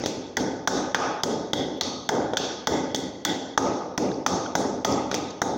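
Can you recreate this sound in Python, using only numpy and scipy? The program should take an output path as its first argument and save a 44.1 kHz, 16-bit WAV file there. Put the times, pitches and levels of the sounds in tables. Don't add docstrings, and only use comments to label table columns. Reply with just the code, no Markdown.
import sys
import numpy as np
from scipy import signal
from scipy.fft import rfft, irfft, next_fast_len
from scipy.io import wavfile
from scipy.ndimage import uniform_filter1d

SR = 44100
rng = np.random.default_rng(int(sys.argv[2]) if len(sys.argv) > 2 else 0)


def master_out(mix):
    frames = np.transpose(np.atleast_2d(mix))
    ceiling = np.clip(frames, -1, 1)
    pcm = np.round(ceiling * 32767).astype(np.int16)
    wavfile.write(sys.argv[1], SR, pcm)


def amplitude_ratio(level_db):
    exponent = np.asarray(level_db, float) / 20
    return 10 ** exponent


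N = 245637
TAIL = 2 ** 15
CONTACT_S = 0.00055
SHOVE_CYCLES = 0.42
DUCK_DB, DUCK_PER_FORCE, DUCK_PER_DRY = 5.5, 0.55, 1
CEILING = 0.74

# pitch in Hz, level in dB per Hz.
HUM_COLOUR = [(25, -14), (100, -1.5), (500, 6.5), (1500, -17), (3400, -39), (6500, -45), (8000, -54),
              (13500, -47), (15000, -45), (16500, -48)]
# pitch in Hz, time in seconds to fall by 60 dB.
ROOM_RING = [(60, 1.51), (200, 1.01), (400, 1.07), (900, 1.22), (2000, 0.96), (3500, 0.97), (6000, 0.82),
             (9000, 0.41), (15000, 0.31)]
# pitch in Hz, level in dB.
MIC_COLOUR = [(25, -5.5), (70, -2), (7300, -4.5), (8100, -6.5), (13500, -5), (14600, 2), (15800, -1),
              (16400, -30), (22000, -55)]
# pitch in Hz, level in dB per Hz.
HISS_COLOUR = [(3000, -25.5), (13300, -29), (14300, 1), (15800, -10), (16200, -49.5), (22000, -83)]

# time in seconds, peak in dB, pitch in Hz, length in ms.
SEED_SNAPS = [(0.0178, -26, 5400, 0.59), (0.022, -37, 6540, 1.2), (0.0483, -26.5, 5970, 0.85),
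              (.068, -32, 5300, 3), (0.071, -31, 6600, 4.6), (1.7772, -50, 12000, 0.55),
              (1.835, -10.5, 5400, 0.36), (2.106, -39, 9500, 0.66), (2.362, -30, 5800, 0.38),
              (2.957, -18, 3360, 0.89), (2.9615, -9, 6150, 0.31), (2.964, -28, 3660, 3.6),
              (4.09, -38, 2400, 2.6), (4.0905, -36, 5400, 0.67), (4.117, -28, 3720, 0.52),
              (4.117, -28.5, 1590, 1.1), (4.143, -36, 4770, 2.4), (4.464, -30.5, 3250, 1.3),
              (4.92, -36, 13400, 0.34), (4.925, -12.5, 5260, 0.25), (5.15, -11.5, 5740, 0.33),
              (5.154, -22, 5940, 0.55), (5.161, -25, 5470, 0.92), (5.307, -35.5, 6300, 4.5),
              (5.308, -38, 4440, 4), (4.463, -23, 1430, 1.5), (0.3717, -11, 1940, 1.95),
              (1.2361, -5.5, 4980, 1.1), (4.849, -11, 2030, 1.3)]
# time in seconds, peak in dB, pitch in Hz.
SHOVES = [(0.0386, -10, 523), (0.0612, -9.2, 490), (0.3726, -16, 940.0), (0.6754, 4.5, 1033),
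          (0.9478, 3, 1010), (1.2368, -12, 734), (1.5344, -5.5, 513), (1.8123, -10.5, 680),
          (2.0927, -9, 870), (2.3353, -8.5, 612), (2.3732, -9, 720), (2.6726, -2, 920), (2.9476, -8, 570),
          (3.254, -7.5, 1070), (3.5778, 7.5, 1010), (3.9804, -10, 840), (4.2644, 5.3, 1005),
          (4.5536, 0.3, 820), (4.8494, -2.3, 920), (5.1148, -14, 660.0), (5.1445, -13.5, 600.0),
          (5.4185, -5.5, 952), (2.401, -13, 432), (5.13, -13, 444)]

# pitch in Hz, width in Hz, level in dB.
SPICE_MODES = [
    (0, [(3700, 690, 0)]),
    (0, [(6960, 810, 0)]),
    (0, [(8920, 2100, 0)]),
    (0, [(11900, 3600, 0)]),
]
PESTLE_MODES = [
    (0, [(5730, 920, -1.3), (6300, 550, 0.21)]),
    (0, [(4420, 350, 0)]),
    (0, [(4930, 470, -11), (5160, 1160, -2)]),
    (0, [(14800, 900, -2), (15900, 800, 1)]),
]
RIM_MODES = [
    (0, [(1480, 120, 6.8), (1650, 280, 3.5)]),
    (0, [(1956, 130, -3), (2080, 190, -4.5)]),
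    (0, [(3368, 322, 1.5), (3620, 430, -1.5)]),
    (0, [(2400, 1100, -4.5), (2620, 620, -3.5)]),
]
BOWL_MODES = [
    (6, [(697, 152, 2), (808, 153, 4), (890.5, 45, 4)]),
    (-5.5, [(55, 29, -31), (97, 59, -9), (128.6, 9.4, -6.5), (193.6, 75, -5), (263, 34.6, -1.5), (309, 26.5, -2), (359, 63, -5)]),
    (-10.5, [(419, 13, -4), (464, 152, -5), (512.7, 11, -4.5), (563, 65, -5.5)]),
    (9, [(1108, 204, 2), (1244, 86, 6)]),
]

# time in seconds, force in dB,
# dryness in dB (contact over its echo).
BLOWS = [(-0.2, 1.6, -2.4), (0.037, -8.5, -7), (0.0595, -4.5, -1.5), (0.369, -1.3, -1.2), (0.674, 5, 1),
         (0.9457, 4, 0.1), (1.234, 2.2, 0), (1.5327, 0.4, 0.2), (1.81, 2, -1), (2.09, 0.8, 0.5),
         (2.3345, -10.5, -9.3), (2.37, 2.5, -0.0), (2.671, 3.5, -1), (2.946, -3.0, 0), (3.25, 0.5, -1.5),
         (3.576, 4, 1), (3.977, -0.5, -0.3), (4.263, 5, -1), (4.5523, 2, -1.2), (4.847, 5, -1.4),
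         (5.1135, -3.5, -7.5), (5.1427, -7, -0.2), (5.417, -2.5, 1.5)]
LANDING = [(0.3, 1.6, 0.29, -1), (-2.5, -0.26, 2, 1), (-1.95, 1, -0.44, 0.1), (0.5, -0.96, -0.74, -0.6),
           (1, 0.18, 0.28, 1.5), (2.5, 1.5, 0.31, 1), (-1.36, -0.49, 0.17, 0.4),
           (-1.16, -1.66, -1.45, -0.8), (-0.8, 1, -0.72, 2.46), (1.5, -1.33, -0.055, -1.5),
           (1.3, -2.6, 0.0, 0), (0.1, 1.77, -1.4, 2.6), (0.55, -0.5, -0.6, -1.26), (-1.64, -0.2, -1.37, 0),
           (0.6, -0.35, -2.13, -0.5), (1.07, 0.12, 1.36, 0.5), (-0.5, 0.012, 1.5, -1.54),
           (0.7, 0.76, 0.81, 1.55), (0.05, -0.5, 0.97, 0.4), (0.4, 0.46, 0.73, -0.8), (0.1, 0.86, 1.1, 1),
           (-0.2, 1.8, -0.12, -1.2), (1.5, -1.13, 0.97, 0.9)]
# steps of dust thrown up (0 = usual), extra crack of the spices in dB,
# how much later the bowl answers in ms.
POWDER = [(3, 0, -0.29), (-8, -9, -0.88), (0.7, -9, 0.8), (0.5, -2.5, 0.36), (3.7, -6, 1.3),
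          (1.5, -16, -0.33), (0.2, 0, -0.94), (-1.5, -10, -0.8), (-2, .5, 2.05), (0, 3, -0.9),
          (-2, 0, -2.2), (3, -11.5, 0.07), (0.2, -3, 0.34), (0.7, -13, -0.76), (2.95, -7, 1.83),
          (0.8, 10, -1.93), (-2.5, 14, -0.85), (2.4, -0.5, -0.94), (1.9, -4, -0.42), (1.1, 1, -0.91),
          (-3.5, 4, -1.36), (1.5, 5, -0.83), (3, 2, -1.62)]
GRIP = [(-1.1, 5.5), (-0.099, 3.5), (1.6, 1), (-1.0, 2.7), (0.53, 1.3), (1.2, -2), (1.7, 0.5), (0.82, 0),
        (-1.1, -3.3), (-0.7, 0.2), (1.2, -2.5), (1.5, -2), (-1.4, -0.3), (-0.42, -0.1), (-2.1, -0.4),
        (-0.2, 0.3), (0.2, 3.5), (-0.47, -0.4), (0.34, 1.8), (-1.6, -1.9), (0.38, 2), (0.43, 0.0),
        (-1.2, 2.5)]

# usual level in dB,
# then dB per landing step toward the rim, on the neck, square, on seeds.
SPICE_LAW = [(-31, 1.5, -1.2, -0.6, 5.5), (-32, -2, -0.62, 0.6, -3), (-42.5, -5.4, -0.6, 2, -0.3),
             (-49.5, -3.2, -1.0, -0.5, -6.5), (4, -0.5, -2.1, -5.5, 2.3)]
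PESTLE_LAW = [(-23.5, -0.5, 0.4, -0.029, 1.56), (-33.5, -2.1, 2.2, -2.3, 1.5),
              (-30.5, 0.7, 1.6, -2.3, -0.78), (-47, -2.5, 0.2, -0.5, -0.5), (3.5, 0.5, 0.1, 0.41, -1.2)]
RIM_LAW = [(-29.5, 5, -0.4, -3, -0.1), (-35.5, -1.5, -2.5, -1.2, -1.5), (-28.5, -0.13, -0.6, -5, -1.5),
           (-38.5, 0.5, 7.5, 0.3, -1.7), (4.5, 0, -0.6, 2.1, 1.1)]
BOWL_LAW = [(-26.5, 2.1, -1.9, 1.56, -0.5), (-21, -0.53, -1.4, 0.77, -1), (-23.5, 0.5, -2.84, 1.6, -1.3),
            (-36.5, 3.5, 0.7, 3.5, 0.6), (6, -1, -1.2, 1.4, 0.1)]
# dB per step of tightness, dB per step of twist.
GRIP_DB = [(0.1, -0.15), (-0.45, 0.74), (0.7, 0.15), (-0.7, -0.91), (1.86, 1.14), (-3, 0.18), (1.04, -1.44),
           (0.0, 0.73), (-0.7, 0.54), (-1.5, -0.17), (0.9, 1.2), (-2, 0.0), (-0.3, 1.3), (0.0, -0.33),
           (-2, 1.1), (0.0, 0.0)]
# for one part, dB per step of dust, group by group.
DUST_DB = dict(pestle=[0.2, -0.3, 0.2, 2], spice=[-1.1, 3, 2.7, 2.7])
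LAG_S = dict(bowl=0.00097, rim=-0.001092, pestle=-.0003, spice=-0.00022)
SNAP = dict(bowl=2.6, rim=1.8, pestle=.8, spice=.8)


def along(points, hz):
    f, v = np.transpose(points)
    return np.interp(np.log(hz + 1), np.log(f + 1), v)


def coloured(x, points):
    m = next_fast_len(N + 8192)
    gain = amplitude_ratio(along(points, np.fft.rfftfreq(m, 1 / SR)))
    return irfft(rfft(x, m) * gain, m)[..., :N]


def steady(points, db):
    noise = coloured(rng.standard_normal(N), points)
    return amplitude_ratio(db) * noise / noise.std()


def kitchen_hum():
    return steady(HUM_COLOUR, db=-45.5)


def puffs(events):
    half = 600
    out, t = np.zeros(N + SR), np.arange(-half, half) / SR
    for s, db, hz, ms in events:
        wobble = np.convolve(rng.standard_normal(len(t)), np.hanning(41) / 20, "same")
        waver = 0.25 * np.cumsum(wobble) * hz / SR
        swell = np.exp(-(1000 * t / ms) ** 2 / 2)
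        puff = -np.cos(2 * np.pi * (hz * t + waver - waver[half])) * swell
        out[round(s * SR):][:len(t)] += amplitude_ratio(db) * puff
    return out[half:][:N]


def seeds_snapping():
    return puffs(SEED_SNAPS)


def paste_shoves():
    return puffs([(s, db, hz, SHOVE_CYCLES / hz / 0.0011) for s, db, hz in SHOVES])


def energy_one(x):
    return x / np.sqrt(np.sum(np.abs(x) ** 2, axis=-1, keepdims=True) + 1e-20)


def ringing(modes, hz, widen):
    rows = []
    for centre, width, db in modes:
        damping = 1j * hz * width * widen
        rows.append(amplitude_ratio(db) * damping / (centre * centre - hz * hz + damping))
    return np.array(rows)


def echoes(count, build_s, patchy_db):
    hz, t, z = signal.stft(rng.standard_normal((count, TAIL)), SR, nperseg=256)
    patches = uniform_filter1d(rng.standard_normal(z.shape), size=4, axis=1)
    patches = uniform_filter1d(patches, size=16, axis=2)
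    fall_db = patchy_db * patches / patches.std() - 60 * t / along(ROOM_RING, hz)[:, None]
    tail = signal.istft(z * amplitude_ratio(fall_db), SR, nperseg=256)[1][:, :TAIL]
    build = 1 - np.exp(-np.arange(TAIL) / SR / build_s)
    return tail * build / np.sqrt(SR)


def blows(law, lag_s, order, dust_db=0, crack=0, sink=0):
    s, force_db, dry_db = np.transpose(BLOWS)
    dust, crack_db, sink_ms = np.transpose(POWDER)
    law = np.array(law)
    grip_db = np.reshape(GRIP_DB, (4, 4, 2))[order]
    levels = law[:, 0] + np.array(LANDING) @ law[:, 1:].T
    ring_db = levels[:, :-1] + force_db[:, None] + dust[:, None] * dust_db + np.array(GRIP) @ grip_db.T
    dry_db = levels[:, -1] + dry_db + crack * crack_db
    start = s + lag_s + sink * sink_ms / 1000
    return np.column_stack([start, ring_db[:, 0] + dry_db, ring_db[:, 1:] - ring_db[:, :1], -dry_db])


def struck(rows, body, direct_db, echo_db, build_s, widen, snap, near_db, patchy_db):
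    rows, hz, t = np.array(rows), np.fft.rfftfreq(TAIL, 1 / SR), np.arange(TAIL) / SR
    crush = (t / CONTACT_S) ** 2 * np.exp(-t / CONTACT_S)
    near_wall = amplitude_ratio(near_db) * t / 0.0015 * np.exp(-t / 0.0031)
    contact = rfft(energy_one((crush + near_wall) * rng.standard_normal((len(rows), TAIL))))
    contact = contact + snap * np.exp(-2j * np.pi * hz * 2 * CONTACT_S)
    room = rfft(echoes(len(rows), build_s, patchy_db)) * amplitude_ratio(echo_db + rows[:, 5:])
    strength = amplitude_ratio(rows[:, 1:2] + np.pad(rows[:, 2:5], ((0, 0), (1, 0))))
    sound = 0
    for k, (share_db, modes) in enumerate(body):
        signs = (-1) ** np.arange(len(modes))
        held = signs @ ringing(modes, hz, widen) ** 2
        free = np.sqrt(np.sum(np.abs(ringing(modes, hz, 1)) ** 4, axis=0))
        near = energy_one(contact * held) * amplitude_ratio(direct_db + share_db)
        far = room * energy_one(free)
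        sound = sound + strength[:, k:k + 1] * np.sqrt(len(hz)) * (near + far)
    out = np.zeros(N + 2 * TAIL)
    fade = np.clip(np.linspace(4, 0, TAIL), 0, 1) ** 2
    for s, wave in zip(rows[:, 0], irfft(sound, TAIL) * fade):
        out[TAIL + round(s * SR):][:TAIL] += wave
    return out[TAIL:][:N]


def spices_cracking():
    rows = blows(SPICE_LAW, LAG_S["spice"], order=3, dust_db=DUST_DB["spice"], crack=0.92)
    return struck(rows, SPICE_MODES, direct_db=21.5, echo_db=32, build_s=0.00088, widen=2.1,
                  snap=SNAP["spice"], near_db=-13, patchy_db=2.5)


def pestle_clack():
    rows = blows(PESTLE_LAW, LAG_S["pestle"], order=2, dust_db=DUST_DB["pestle"])
    return struck(rows, PESTLE_MODES, direct_db=27.5, echo_db=34.5, build_s=0.001, widen=1.35,
                  snap=SNAP["pestle"], near_db=-6.5, patchy_db=1.5)


def rim_knock():
    rows = blows(RIM_LAW, LAG_S["rim"], order=1)
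    return struck(rows, RIM_MODES, direct_db=28.5, echo_db=35.0, build_s=0.001, widen=1.8,
                  snap=SNAP["rim"], near_db=-4, patchy_db=1.94)


def bowl_thud():
    rows = blows(BOWL_LAW, LAG_S["bowl"], order=0, sink=0.93)
    return struck(rows, BOWL_MODES, direct_db=21, echo_db=43.0, build_s=0.016, widen=3.8,
                  snap=SNAP["bowl"], near_db=-3.5, patchy_db=0.34)


def scene():
    background = kitchen_hum() + seeds_snapping() + paste_shoves()
    pounding = spices_cracking() + pestle_clack() + rim_knock() + bowl_thud()
    return (background + pounding)[None]


def gain_control(release_db, ahead_s):
    t, depth = np.arange(N) / SR, np.zeros(N)
    for s, force_db, dry_db in BLOWS:
        fall = np.clip(1 + (t - s) / ahead_s, 0, 1)
        duck_db = DUCK_DB + DUCK_PER_FORCE * force_db + DUCK_PER_DRY * dry_db
        depth = np.maximum(depth, fall * (duck_db - release_db * np.maximum(t - s, 0)))
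    return amplitude_ratio(-depth)


def top_cut(x):
    return signal.sosfilt(signal.butter(12, 17000, fs=SR, output="sos"), x)


def record(dry):
    x = coloured(dry, MIC_COLOUR) * gain_control(release_db=92.5, ahead_s=0.025)
    x = x / (1 + np.abs(x / CEILING) ** 6) ** (1 / 6)
    mix = x + steady(HISS_COLOUR, db=-94)
    return top_cut(mix)


dry = scene()
out = record(dry)
master_out(out)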